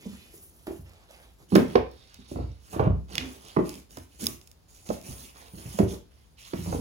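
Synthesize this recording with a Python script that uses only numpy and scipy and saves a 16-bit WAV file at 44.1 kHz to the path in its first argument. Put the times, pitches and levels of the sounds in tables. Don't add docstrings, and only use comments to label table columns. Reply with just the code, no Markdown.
import sys
import numpy as np
from scipy import signal
from scipy.fft import rfft, irfft, next_fast_len
from scipy.io import wavfile
from scipy.ndimage import uniform_filter1d, map_coordinates

SR = 44100
rng = np.random.default_rng(int(sys.argv[2]) if len(sys.argv) > 2 else 0)


def dump_mix(stems):
    frames = np.atleast_2d(stems).T
    limited = np.clip(frames, -1, 1)
    pcm = np.round(limited * 32767).astype(np.int16)
    wavfile.write(sys.argv[1], SR, pcm)


N = 300144

# start_s, rise_s, fall_s, rub_db, hiss_db, scrape_db, drag_db
STROKES = [(0, 0.00098, 0.4311, -56, -58, -76.5, -54.5), (0.318, 0.027, 0.2, -66.5, -60, -73.5, -60.5),
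           (0.47, 0.084, 0.18, -67.5, -66, -82, -60.5), (0.66, 0.017, 0.16, -63, -59, -60, -67.5),
           (0.84, 0.035, 0.26614, -60.5, -67.5, -61, -64.5),
           (1.08, 0.029, 0.2216, -55.5, -63.5, -56.5, -61.5), (1.38, 0.045, 0.025, -64, -62, -59.5, -57.5),
           (1.482, 0.084, 0.098, -46.5, -48.5, -67.5, -42.5), (1.649, 0.079, 0.053, -52, -55.5, -53, -39.5),
           (1.76, 0.43, 0.4638, -59.5, -82.5, -75, -74.5), (2.275, 0.028, 0.054, -56, -52, -63, -57),
           (2.35, 0.02966, 0.09555, -67.5, -76.5, -54.5, -37), (2.59, 0.14, 0.044, -59.5, -58, -75, -73),
           (2.69, 0.054, 0.015, -53.5, -46.5, -60, -55.5), (2.727, 0.0052, 0.088, -52, -62.5, -41, -44),
           (2.789, 0.02821, 0.075, -56.5, -75.5, -34.5, -30),
           (3.08, 0.07985, 0.13, -45.5, -54.5, -49.5, -43), (3.19, 0.017, .04, -42, -58, -56, -57),
           (3.231, 0.04615, .12, -52, -52, -58.5, -49), (3.377, 0.10715, 0.158, -52, -56, -58, -63),
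           (3.62, 0.07, 0.15, -53, -52.5, -64, -46.5), (3.89, 0.022, 0.1683, -60.5, -55, -72, -59),
           (4.07, 0.26, 0.037, -59, -55, -76, -60), (4.187, 0.04, 0.115, -45.5, -41.5, -60.5, -45),
           (4.39, .07, 0.077, -80, -63, -71, -72.5), (4.679, 0.026, 0.39, -63.5, -57.5, -75.5, -63),
           (4.85, 0.03891, 0.12, -50.5, -48, -53.5, -58), (5.03, 0.03573, 0.1266, -48.5, -47, -55, -45),
           (5.15, 0.04214, 0.13874, -52, -50, -65.5, -53.5), (5.34, 0.025, 0.19, -56, -57.5, -54, -57),
           (5.53, 0.094, 0.1236, -53.5, -50.5, -60.5, -46.5), (5.66, 0.08928, 0.13, -52.5, -47, -54, -60.5),
           (5.872, 0.03817, 0.05, -43.5, -44.5, -58, -38),
           (6.1, 0.04982, 0.14534, -67, -68.5, -81.5, -72.5), (6.366, 0.072, 0.2, -50.5, -54.5, -87.5, -79),
           (6.49, 0.2, 0.27, -51, -47, -59, -50)]
# start_s, rise_s, fall_s, level_db
BRUSHES = [(0, 0.1044, 0.688, -70), (.325, .075, 0.10345, -51), (.48, 0.10485, 0.1183, -62.5),
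           (.68, 0.06116, 0.1294, -58.5), (1.08, 0.0581, 0.2122, -64), (1.5, 0.0443, .1, -51),
           (4.72, 0.18, 0.12, -69.5), (5.03, 0.1236, 0.13643, -51), (5.28, 0.355, .2, -59.5)]
# start_s, rise_s, fall_s, pitch_hz, level_db
GLIDES = [(0.02, 0.17, 0.17, 2463, -65.5), (1.8, .25, 0.6054, 3738, -68.5)]
# start_s, pitch_hz, body_db, thud_db
BUMPS = [(0.055, 481.7, -47, -54), (0.06, 217.6, -35, -48.5), (0.069, 194, -38.5, -52.5),
         (0.339, 366.6, -51.5, -66), (0.708, 379.7, -35.5, -65), (0.793, 137.2, -47.5, -42.5),
         (1.106, 612.9, -53.5, -70), (1.407, 132.8, -61, -73), (1.613, 254, -24.5, -50.5),
         (2.188, 221.7, -48, -51), (2.315, 317.7, -34, -39), (2.441, 106.2, -41, -38),
         (2.738, 161.2, -41, -39), (2.762, 338.5, -29.5, -38), (2.803, 137.9, -30.5, -30.5),
         (2.869, 146.3, -18.5, -20.5), (2.875, 604, -27, -47), (2.902, 99.87, -24.5, -40),
         (2.948, 151.7, -40.5, -52), (3.137, 167.6, -43, -49), (3.179, 335.2, -44.5, -38),
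         (3.569, 1095, -24, -52), (3.574, 182.7, -22, -41.5), (3.589, 342.5, -17, -42),
         (4.218, 330.9, -41, -47), (4.228, 220.9, -35.5, -52), (4.242, 251.6, -36, -45.5),
         (4.285, 364.1, -43.5, -49.5), (4.268, 1123, -41.5, -49), (4.892, 187.3, -31.5, -56.5),
         (5.087, 139.8, -44, -39.5), (5.536, 158.6, -42, -45.5), (5.657, 128.2, -38.5, -41),
         (5.744, 191.6, -40, -49.5), (5.802, 359.8, -18, -33), (5.827, 93.82, -24.5, -28),
         (6.591, 161, -32.5, -38), (6.791, 203, -32, -37.5)]
# start_s, edge_hz, edge_db, cover_hz, clap_db, crack_db,
# tip_s, flat_hz, flat_db, hop_s, hop_db (against the flat blow), thud_db, room_db
LANDINGS = [(0.669, 348.6, -43, 377.6, -47.5, -43.5, 0.0094894, 338.6, -32, 0.014, -5.5, -48, 2),
            (1.520, 287.3, -28.5, 354.2, -38.5, -61, 0.0074, 195, -19.5, 0.01149, -3, -61, 3),
            (1.5542, 336.6, -12.5, 462.7, -25.5, -20, 0.009, 185.7, -17, .0154, -1, -35.5, 0.5),
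            (1.754, 410, -15, 430, -23, -23.5, 0.0041, 254, -23.5, .019, -5, -31.5, -2),
            (2.359, 703.1, -39, 478, -45.5, -67.5, 0.0081, 296.7, -33, 0.02078, -3, -30, 1.5),
            (2.795, 809.2, -25.5, 450.2, -29.5, -42, .007, 505.5, -25.5, 0.01409, -9, -25, 1),
            (3.564, 1074, -30, 498.4, -35.5, -58.5, 0.0035, 366.3, -18.5, .018, -23.5, -37.5, 0.5),
            (3.971, 410, -44.5, 489.8, -49.5, -46.5, 0.0063102, 260.2, -43, .015, -11, -45.5, -4.5),
            (4.903, 560.9, -28, 435.6, -33.5, -51.5, .004, 265.4, -32.5, 0.023, -24, -44, -3.5),
            (5.788, 580, -27.5, 488, -35, -33, 0.0071144, 191.6, -18.5, 0.017, -6, -42.5, 0),
            (6.534, 360.6, -28.5, 468, -42, -40.5, 0.005, 195.5, -32, .014, -14.5, -41.5, -1),
            (6.659, 554.6, -44.5, 419.9, -47, -58, 0.014, 161.9, -31, 0.019617, -8.5, -39, 3.5),
            (6.726, 752.6, -31.5, 403.5, -34, -66.5, 0.019, 272.5, -30.5, 0.014814, -8, -31.5, -0.5)]
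# start_s, level_db, centre_hz
SNAPS = [(0.669, -41, 10390), (0.676, -48, 10470), (0.895, -52.5, 8000), (0.935, -57, 4180),
         (1.109, -49.5, 9441), (1.217, -56.5, 9000), (1.553, -24.5, 5385), (1.558, -28, 12500),
         (1.564, -28, 8947), (1.914, -52, 11870), (2.143, -43.5, 5900), (3.1541, -28.5, 5240),
         (3.1803, -29, 4961), (3.45, -49, 6958), (3.484, -44.5, 6148), (3.693, -32.5, 7033),
         (3.741, -42, 5297), (3.754, -41.5, 5960), (3.908, -49.5, 5500), (3.9715, -39, 7696),
         (3.985, -43, 9087), (4.241, -28, 9759), (4.258, -28.5, 10040), (4.268, -20, 12000),
         (4.4136, -48.5, 4650), (4.474, -45.5, 6737), (4.5146, -46.5, 7140), (4.89, -40, 3451),
         (5.014, -45, 6855), (5.026, -49, 7940), (5.46, -53.5, 3453), (5.483, -52.5, 3080),
         (5.789, -34.5, 9797)]
# start_s, level_db
CLACKS = [(1.557, -22), (1.5595, -24), (3.1545, -29), (3.181, -15), (3.187, -36), (3.204, -37.5)]

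# frequency_hz, density_db
RUB_SPECTRUM = [(300, -7), (900, -2), (1600, -0.5), (2900, 1.5), (4500, -4), (6000, -6), (9000, -25.5),
                (16000, -45)]
HISS_SPECTRUM = [(2500, -26.5), (5500, -5), (7000, 0), (8400, -7.5), (9200, -3), (11500, 2), (12600, -15.5),
                 (13600, -7), (15300, -2.5), (16200, -9)]
SCRAPE_SPECTRUM = [(200, -17.5), (450, 1), (750, 1), (1150, -4.5), (1700, -12.5), (3000, -21), (6000, -55)]
DRAG_SPECTRUM = [(40, -33), (90, 7), (170, 7), (380, 7), (700, -5.5), (1300, -15), (3000, -48)]
GLOSS_SPECTRUM = [(3000, -26.5), (6500, -9.5), (8400, -10.5), (9300, 6.5), (10500, -1.5), (11800, -2.5),
                  (12600, -12), (13600, -1), (15400, 1.5), (16200, -4.5)]
CLAP_SPECTRUM = [(120, -33), (300, -3.5), (480, 6.5), (800, -4), (1100, -4.5), (1500, -30), (2500, -23.5),
                 (5000, -49.5)]
CRACK_SPECTRUM = [(500, -13), (1300, 11.5), (2200, 5), (3200, -2.5), (4200, -6.5), (5200, -6), (8000, -33),
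                  (11000, -27), (16000, -30)]
SNAP_SPECTRUM = [(400, -12.5), (1300, 4.5), (1900, -4), (2600, 4.5), (3100, -3.5), (3650, 1), (4300, -13),
                 (5050, 3.5), (6000, -5.5), (7000, 0), (8400, -5.5), (10500, -1.5), (13000, -4), (15500, 2)]
AIR_SPECTRUM = [(25, -18.5), (45, -5.5), (64, -3.5), (110, -13.5), (300, -23.5), (1000, -31), (2200, -38.5),
                (5000, -36.5), (8000, -52.5), (16000, -45.5)]

# pitch_hz, level_db, t60_s
BOARD_MODES = [(64.053, -2, 0.4706), (88.759, 1, 0.29), (106.82, -5, 0.22), (125.46, 0.5, 0.13)]
BINDING_MODES = [(2155, -6, .011), (2456.4, -2.5, .011), (2780, -2.5, .010), (3360.6, -2.5, .012),
                 (4150, -11, .007), (5500, -11, 0.01)]
JACKET_MODES = [(3680.7, -6.5, 0.009703), (5103, -3, 0.012), (6485.6, -5, .006), (10200, -1, 0.004),
                (12420, -3, .006), (13789, -9.5, .006), (14765, -9, .006)]
ROOM_MODES = [(172.56, -10.5, 0.31), (195, -1, 0.22), (230.19, -13.5, 0.26), (254, -3.5, 0.24),
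              (304.1, -11, 0.17), (334.53, -3, 0.18), (385.47, -5, 0.32), (427.71, -6, 0.2),
              (497.77, -11, 0.13), (554.2, -20, 0.24), (630.15, -8, 0.3), (795.26, -8, 0.17),
              (1081, -7, 0.23114), (1130.8, -6, .24), (1511.6, -17, .26), (1908, -20.5, .28),
              (2024.6, -12, .26)]
# pitch_ratio, level_db, t60_s
COVER_MODES = [(1, -2, 0.024), (1.36, 0.5, .03), (1.76, 2.5, 0.045), (1.95, 0, 0.024), (2.3, -15, 0.03),
               (2.77, -22.5, 0.03), (4.1, -12, 0.027)]
# pitch_ratio, level_db
GLIDE_RESONANCES = [(1, 2), (1.21, -0.5), (1.43, -2.5)]

# frequency_hz, t60_s
ROOM_DECAY = [(100, 0.34), (400, 0.32), (1100, 0.31), (3000, 0.33), (8000, 0.24), (16000, 0.2)]
# frequency_hz, level_db
REFLECTION_SPECTRUM = [(60, -8), (200, -1), (350, -1), (500, -2), (800, -0.5), (1200, -1.5), (3000, 0.5),
                       (7000, -2), (16000, -2.5)]
# frequency_hz, coherence
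COHERENCE = [(60, 0.6), (150, 0.8107), (350, 0.26), (800, 0.0297), (16000, 0)]
# frequency_hz, delay_ms
LEFT_LAG = [(200, 0.53), (900, 0.4052), (2000, 0.32574), (16000, 0.2987)]
# frequency_hz, level_db
RIGHT_LEAN = [(60, 1.7181), (200, 3), (600, 9.5), (1300, 11), (2400, 2.5), (4400, 17.5), (8000, 3.5),
              (15000, -1.5)]


def amp(db):
    return 10 ** (np.asarray(db) / 20)


def unit(x):
    return x / np.sqrt(np.mean(x ** 2) + 1e-20)


def along(points, hz):
    knots_hz, values = np.transpose(points)
    return np.interp(np.log(hz + 1), np.log(knots_hz + 1), values)


def wobble(rate_hz):
    knots = rng.standard_normal(int(N * rate_hz / SR) + 4)
    return map_coordinates(knots, [np.arange(N) * rate_hz / SR], order=2)


def filtered(x, response):
    n = x.shape[-1]
    padded = next_fast_len(n + 8192)
    return irfft(rfft(x, padded) * response(np.fft.rfftfreq(padded, 1 / SR)), padded)[..., :n]


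def coloured(x, spectrum):
    return filtered(x, lambda hz: amp(along(spectrum, hz)))


def whitened(x, width_hz):
    n = x.shape[-1]
    spectrum = rfft(x, 2 * n)
    power = uniform_filter1d(np.abs(spectrum) ** 2, size=max(int(2 * n * width_hz / SR), 1))
    return irfft(spectrum / np.sqrt(np.abs(power) + 1e-9))[..., :n]


def add(track, start_s, sound):
    part = track[max(round(start_s * SR), 0):][:len(sound)]
    part += sound[:len(part)]


def fade(t, attack_s, t60_s):
    shape = (1 - np.exp(-t / attack_s)) * amp(-60 * t / t60_s)
    return shape / shape.max()


def ring(modes, t, attack_s):
    return sum(amp(db) * np.sin(2 * np.pi * hz * t) * fade(t, attack_s, t60) for hz, db, t60 in modes)


def burst(spectrum, t, attack_s, t60_s):
    shape = fade(t, attack_s, t60_s)
    puff = coloured(whitened(rng.standard_normal(len(t)) * shape, width_hz=264), spectrum)
    return puff * np.linalg.norm(shape) / np.linalg.norm(puff)


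def diffuse(pair):
    def mid_side_gains(hz):
        coherence = np.clip(along(COHERENCE, hz), -1, 1)
        return np.sqrt((1 + np.outer([1, -1], coherence)) / 2)
    mid, side = filtered(pair, mid_side_gains)
    return np.array([mid + side, mid - side])


def background(air_db, hum_db, hum_hz):
    air = diffuse(np.array([unit(coloured(rng.standard_normal(N), AIR_SPECTRUM)) for _ in range(2)]))
    hum = np.sin(2 * np.pi * hum_hz * np.arange(N) / SR) * amp(1.5 * wobble(rate_hz=3))
    return amp(air_db) * air + amp(hum_db) * hum


def stroke(rise_s, fall_s):
    t = np.arange(int((rise_s + fall_s) * SR)) / SR
    speed = np.sin(np.interp(t, [0, rise_s, rise_s + fall_s], [0, np.pi / 2, np.pi]))
    return np.abs(speed) ** 0.7821


def catches(rate_hz, spread_db):
    hit = rng.random(N) < rate_hz / SR
    return unit(hit * rng.choice([-1, 1], N) * amp(spread_db * rng.uniform(-1.2, 1, N)))


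def friction(spectrum, grain, rough_db, patchy_db=1.6):
    force = rng.standard_normal(N) + grain * catches(rate_hz=600, spread_db=7)
    spectra = signal.stft(force, nperseg=512)[2]
    patches = uniform_filter1d(rng.standard_normal(spectra.shape), size=7, axis=0)
    patches = unit(uniform_filter1d(patches, size=10, axis=1))
    force = signal.istft(spectra * amp(patchy_db * np.minimum(patches, 2)), nperseg=512)[1][:N]
    pressure = amp(rough_db * wobble(rate_hz=60))
    return unit(coloured(force, spectrum) * pressure)


def crinkles(rate_hz, centre_hz, octaves, spread_db, t60_cycles):
    when, pitch, size = rng.random((int(rate_hz * N / SR), 3)).T[:, :, None]
    hz = centre_hz * 2 ** (octaves * (2 * pitch - 1))
    age = np.arange(SR // 80)
    cycles = hz * age / SR
    grains = amp(spread_db * size - 60 * cycles / t60_cycles) * np.sin(2 * np.pi * cycles) * np.sqrt(hz)
    positions = (when * N).astype(int) + age
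    return unit(np.bincount(positions.ravel(), grains.ravel(), N)[:N])


def sliding():
    power = np.zeros((N, 4))
    for start_s, rise_s, fall_s, *levels_db in STROKES:
        add(power, start_s, np.outer(stroke(rise_s, fall_s), amp(levels_db)) ** 2)
    rub, hiss, scrape, drag = np.sqrt(power.T)
    sleeves = amp(-73.5 + 1.5 * wobble(rate_hz=4.1))
    paper = amp(-4) * crinkles(rate_hz=330, centre_hz=4648.7, octaves=1.2, spread_db=12, t60_cycles=28.09)
    covers = friction(RUB_SPECTRUM, grain=0.95, rough_db=2.5, patchy_db=3.8)
    jackets = friction(HISS_SPECTRUM, grain=0.95, rough_db=2.0, patchy_db=2.4)
    edges = friction(SCRAPE_SPECTRUM, grain=1.2, rough_db=0.0)
    boards = friction(DRAG_SPECTRUM, grain=0.7535, rough_db=-3.0)
    return (amp(-5.5) * rub * (covers + paper)
            + amp(-2.0) * np.hypot(hiss, sleeves) * jackets
            + amp(-3.5) * scrape * edges
            + amp(-5.5) * drag * boards)


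def brushes():
    level = np.zeros(N)
    for start_s, rise_s, fall_s, db in BRUSHES:
        add(level, start_s, amp(db) * stroke(rise_s, fall_s) ** 1.1)
    return level * friction(GLOSS_SPECTRUM, grain=0.6, rough_db=3.2922)


def glides(width_hz):
    track = np.zeros(N)
    for start_s, rise_s, fall_s, pitch_hz, db in GLIDES:
        def resonances(hz):
            return sum(amp(peak_db) / (1 + (2 * (hz - ratio * pitch_hz) / width_hz) ** 2)
                       for ratio, peak_db in GLIDE_RESONANCES)
        drive = stroke(rise_s, fall_s)
        add(track, start_s, amp(db) * drive * unit(filtered(rng.standard_normal(len(drive)), resonances)))
    return track


def contact(hz, body_db, cover_hz, clap_db):
    t = np.arange(SR // 6) / SR
    t60_s = 0.031957 * (250 / hz) ** 0.53
    block = ring([(hz, 0, t60_s), (1.7542 * hz, -12, 1.2 * t60_s)], t, attack_s=0.78 / hz)
    spot_db = rng.normal(0, 1.5, len(COVER_MODES))
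    modes = [(ratio * cover_hz, db + spot, t60) for (ratio, db, t60), spot in zip(COVER_MODES, spot_db)]
    cover = amp(-4) * ring(modes, t, attack_s=0.0017)
    air = amp(7.5) * burst(CLAP_SPECTRUM, t, attack_s=0.0029, t60_s=0.026958)
    return amp(body_db + 6) * block + amp(clap_db) * (cover + air)


def thud(db):
    return amp(db) * ring(BOARD_MODES, np.arange(SR // 2) / SR, attack_s=0.0065)


def bumps():
    track = np.zeros(N)
    for start_s, hz, body_db, thud_db in BUMPS:
        add(track, start_s, contact(hz, body_db, cover_hz=412.1, clap_db=body_db - 23))
        add(track, start_s, thud(thud_db))
    return track


def landings():
    track, t = np.zeros((N, 2)), np.arange(SR // 20) / SR
    for (start_s, edge_hz, edge_db, cover_hz, clap_db, crack_db,
         tip_s, flat_hz, flat_db, hop_s, hop_db, thud_db, room_db) in LANDINGS:
        flat_clap_db = clap_db - 6
        hop_hz = np.sqrt(edge_hz * flat_hz)
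        fall = np.zeros(SR // 2)
        add(fall, 0, amp(crack_db) * burst(CRACK_SPECTRUM, t, attack_s=0.0044, t60_s=0.02))
        add(fall, 0, contact(edge_hz, edge_db, cover_hz, clap_db))
        add(fall, 0, thud(thud_db))
        add(fall, tip_s, contact(flat_hz, flat_db, cover_hz, flat_clap_db))
        add(fall, tip_s + hop_s, amp(hop_db) * contact(hop_hz, flat_db, cover_hz, flat_clap_db))
        add(track, start_s, np.outer(fall, [1, amp(room_db)]))
    return track.T


def snaps(db_per_octave):
    track, t = np.zeros(N), np.arange(SR // 20) / SR
    for start_s, db, centre_hz in SNAPS:
        colour = [(hz, level - db_per_octave * abs(np.log2(hz / centre_hz))) for hz, level in SNAP_SPECTRUM]
        add(track, start_s, amp(db + 2) * burst(colour, t, attack_s=0.0004, t60_s=0.009))
    return track


def struck(blows, modes):
    track, t = np.zeros(N), np.arange(SR // 20) / SR
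    for start_s, db in blows:
        add(track, start_s, amp(db) * ring(modes, t, attack_s=0.00019))
    return track


def clacks():
    return struck(CLACKS, BINDING_MODES)


def groan(start_s, level_db, rest_hz, swell_hz):
    track, drive = np.zeros(N), stroke(rise_s=0.054, fall_s=0.056)
    slip_hz = rest_hz + swell_hz * drive + 17 * wobble(rate_hz=90)[:len(drive)]
    grip = amp(2.5 * wobble(rate_hz=110)[:len(drive)])
    add(track, start_s, amp(level_db) * drive * grip * np.sin(2 * np.pi * np.cumsum(slip_hz) / SR))
    return track


def jacket_click(start_s, level_db):
    return struck([(start_s, level_db)], JACKET_MODES)


def from_shelf(x, lean, angle_share=1):
    half = angle_share * np.array([[-0.5], [0.5]])

    def response(hz):
        gain = amp(half * lean * along(RIGHT_LEAN, hz))
        lead_s = half * along(LEFT_LAG, hz) / 1000
        return gain * np.exp(2j * np.pi * hz * lead_s)
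    return filtered(x, response)


def scatter(t, wet_db, build_s):
    hz, frame_s, spectra = signal.stft(rng.standard_normal((2, len(t))), SR, nperseg=256)
    decay = amp(-60 * frame_s / along(ROOM_DECAY, hz)[:, None])
    tail = signal.istft(spectra * decay, SR, nperseg=256)[1][:, :len(t)]
    onset = 1 - np.exp(-(t / build_s) ** 2)
    tail = whitened(diffuse(tail * onset), width_hz=62)
    return amp(wet_db) * coloured(tail, REFLECTION_SPECTRUM)


def room(x, wet_db, standing_db, build_s):
    t, step = np.arange(SR // 2) / SR, SR // 3
    tails = np.zeros((N, 2))
    for start in range(0, N, step):
        piece = x[start:start + 2 * step]
        crossfade = np.interp(np.arange(len(piece)), [0, step, 2 * step], [start == 0, 1, 0])
        reflected = signal.fftconvolve((piece * crossfade)[None], scatter(t, wet_db, build_s), axes=1)
        add(tails, start / SR, reflected.T)
    waves = sum(amp(db) * np.cos(2 * np.pi * hz * t) * fade(t, attack_s=0.0049, t60_s=t60)
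                for hz, db, t60 in ROOM_MODES)
    return tails.T + amp(standing_db) * from_shelf(signal.fftconvolve(x, waves)[:N], lean=0.69)


def scene():
    landed, landed_in_room = landings()
    handling = bumps() + sliding() + brushes() + glides(width_hz=290)
    handling += groan(start_s=3.19, level_db=-37.5, rest_hz=249.27, swell_hz=32.24)
    ticks = snaps(db_per_octave=5.5) + clacks()
    direct = landed + handling + ticks + jacket_click(start_s=4.268, level_db=-15.5)
    held = np.arange(N) / SR < 1.45
    room_feed = (landed_in_room + handling + amp(-5) * ticks) * amp(-2.5 * held)
    walls = room(room_feed, wet_db=1.0, standing_db=-55, build_s=0.0053)
    in_hand = from_shelf(direct * held, lean=1.0, angle_share=0.55)
    on_shelf = from_shelf(direct * ~held, lean=0.85434)
    return in_hand + on_shelf + walls + background(air_db=-58.0, hum_db=-65.5, hum_hz=53.0)


def record(dry):
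    bass_hz, top_hz, ceiling = 46, 16100, 0.96
    thinned = signal.sosfilt(signal.butter(N=4, Wn=bass_hz, btype="highpass", fs=SR, output="sos"), dry)
    rounded = thinned / (1 + (thinned / ceiling) ** 6) ** (1 / 6)
    return filtered(rounded, lambda hz: hz < top_hz)


dry = scene()
out = record(dry)
dump_mix(out)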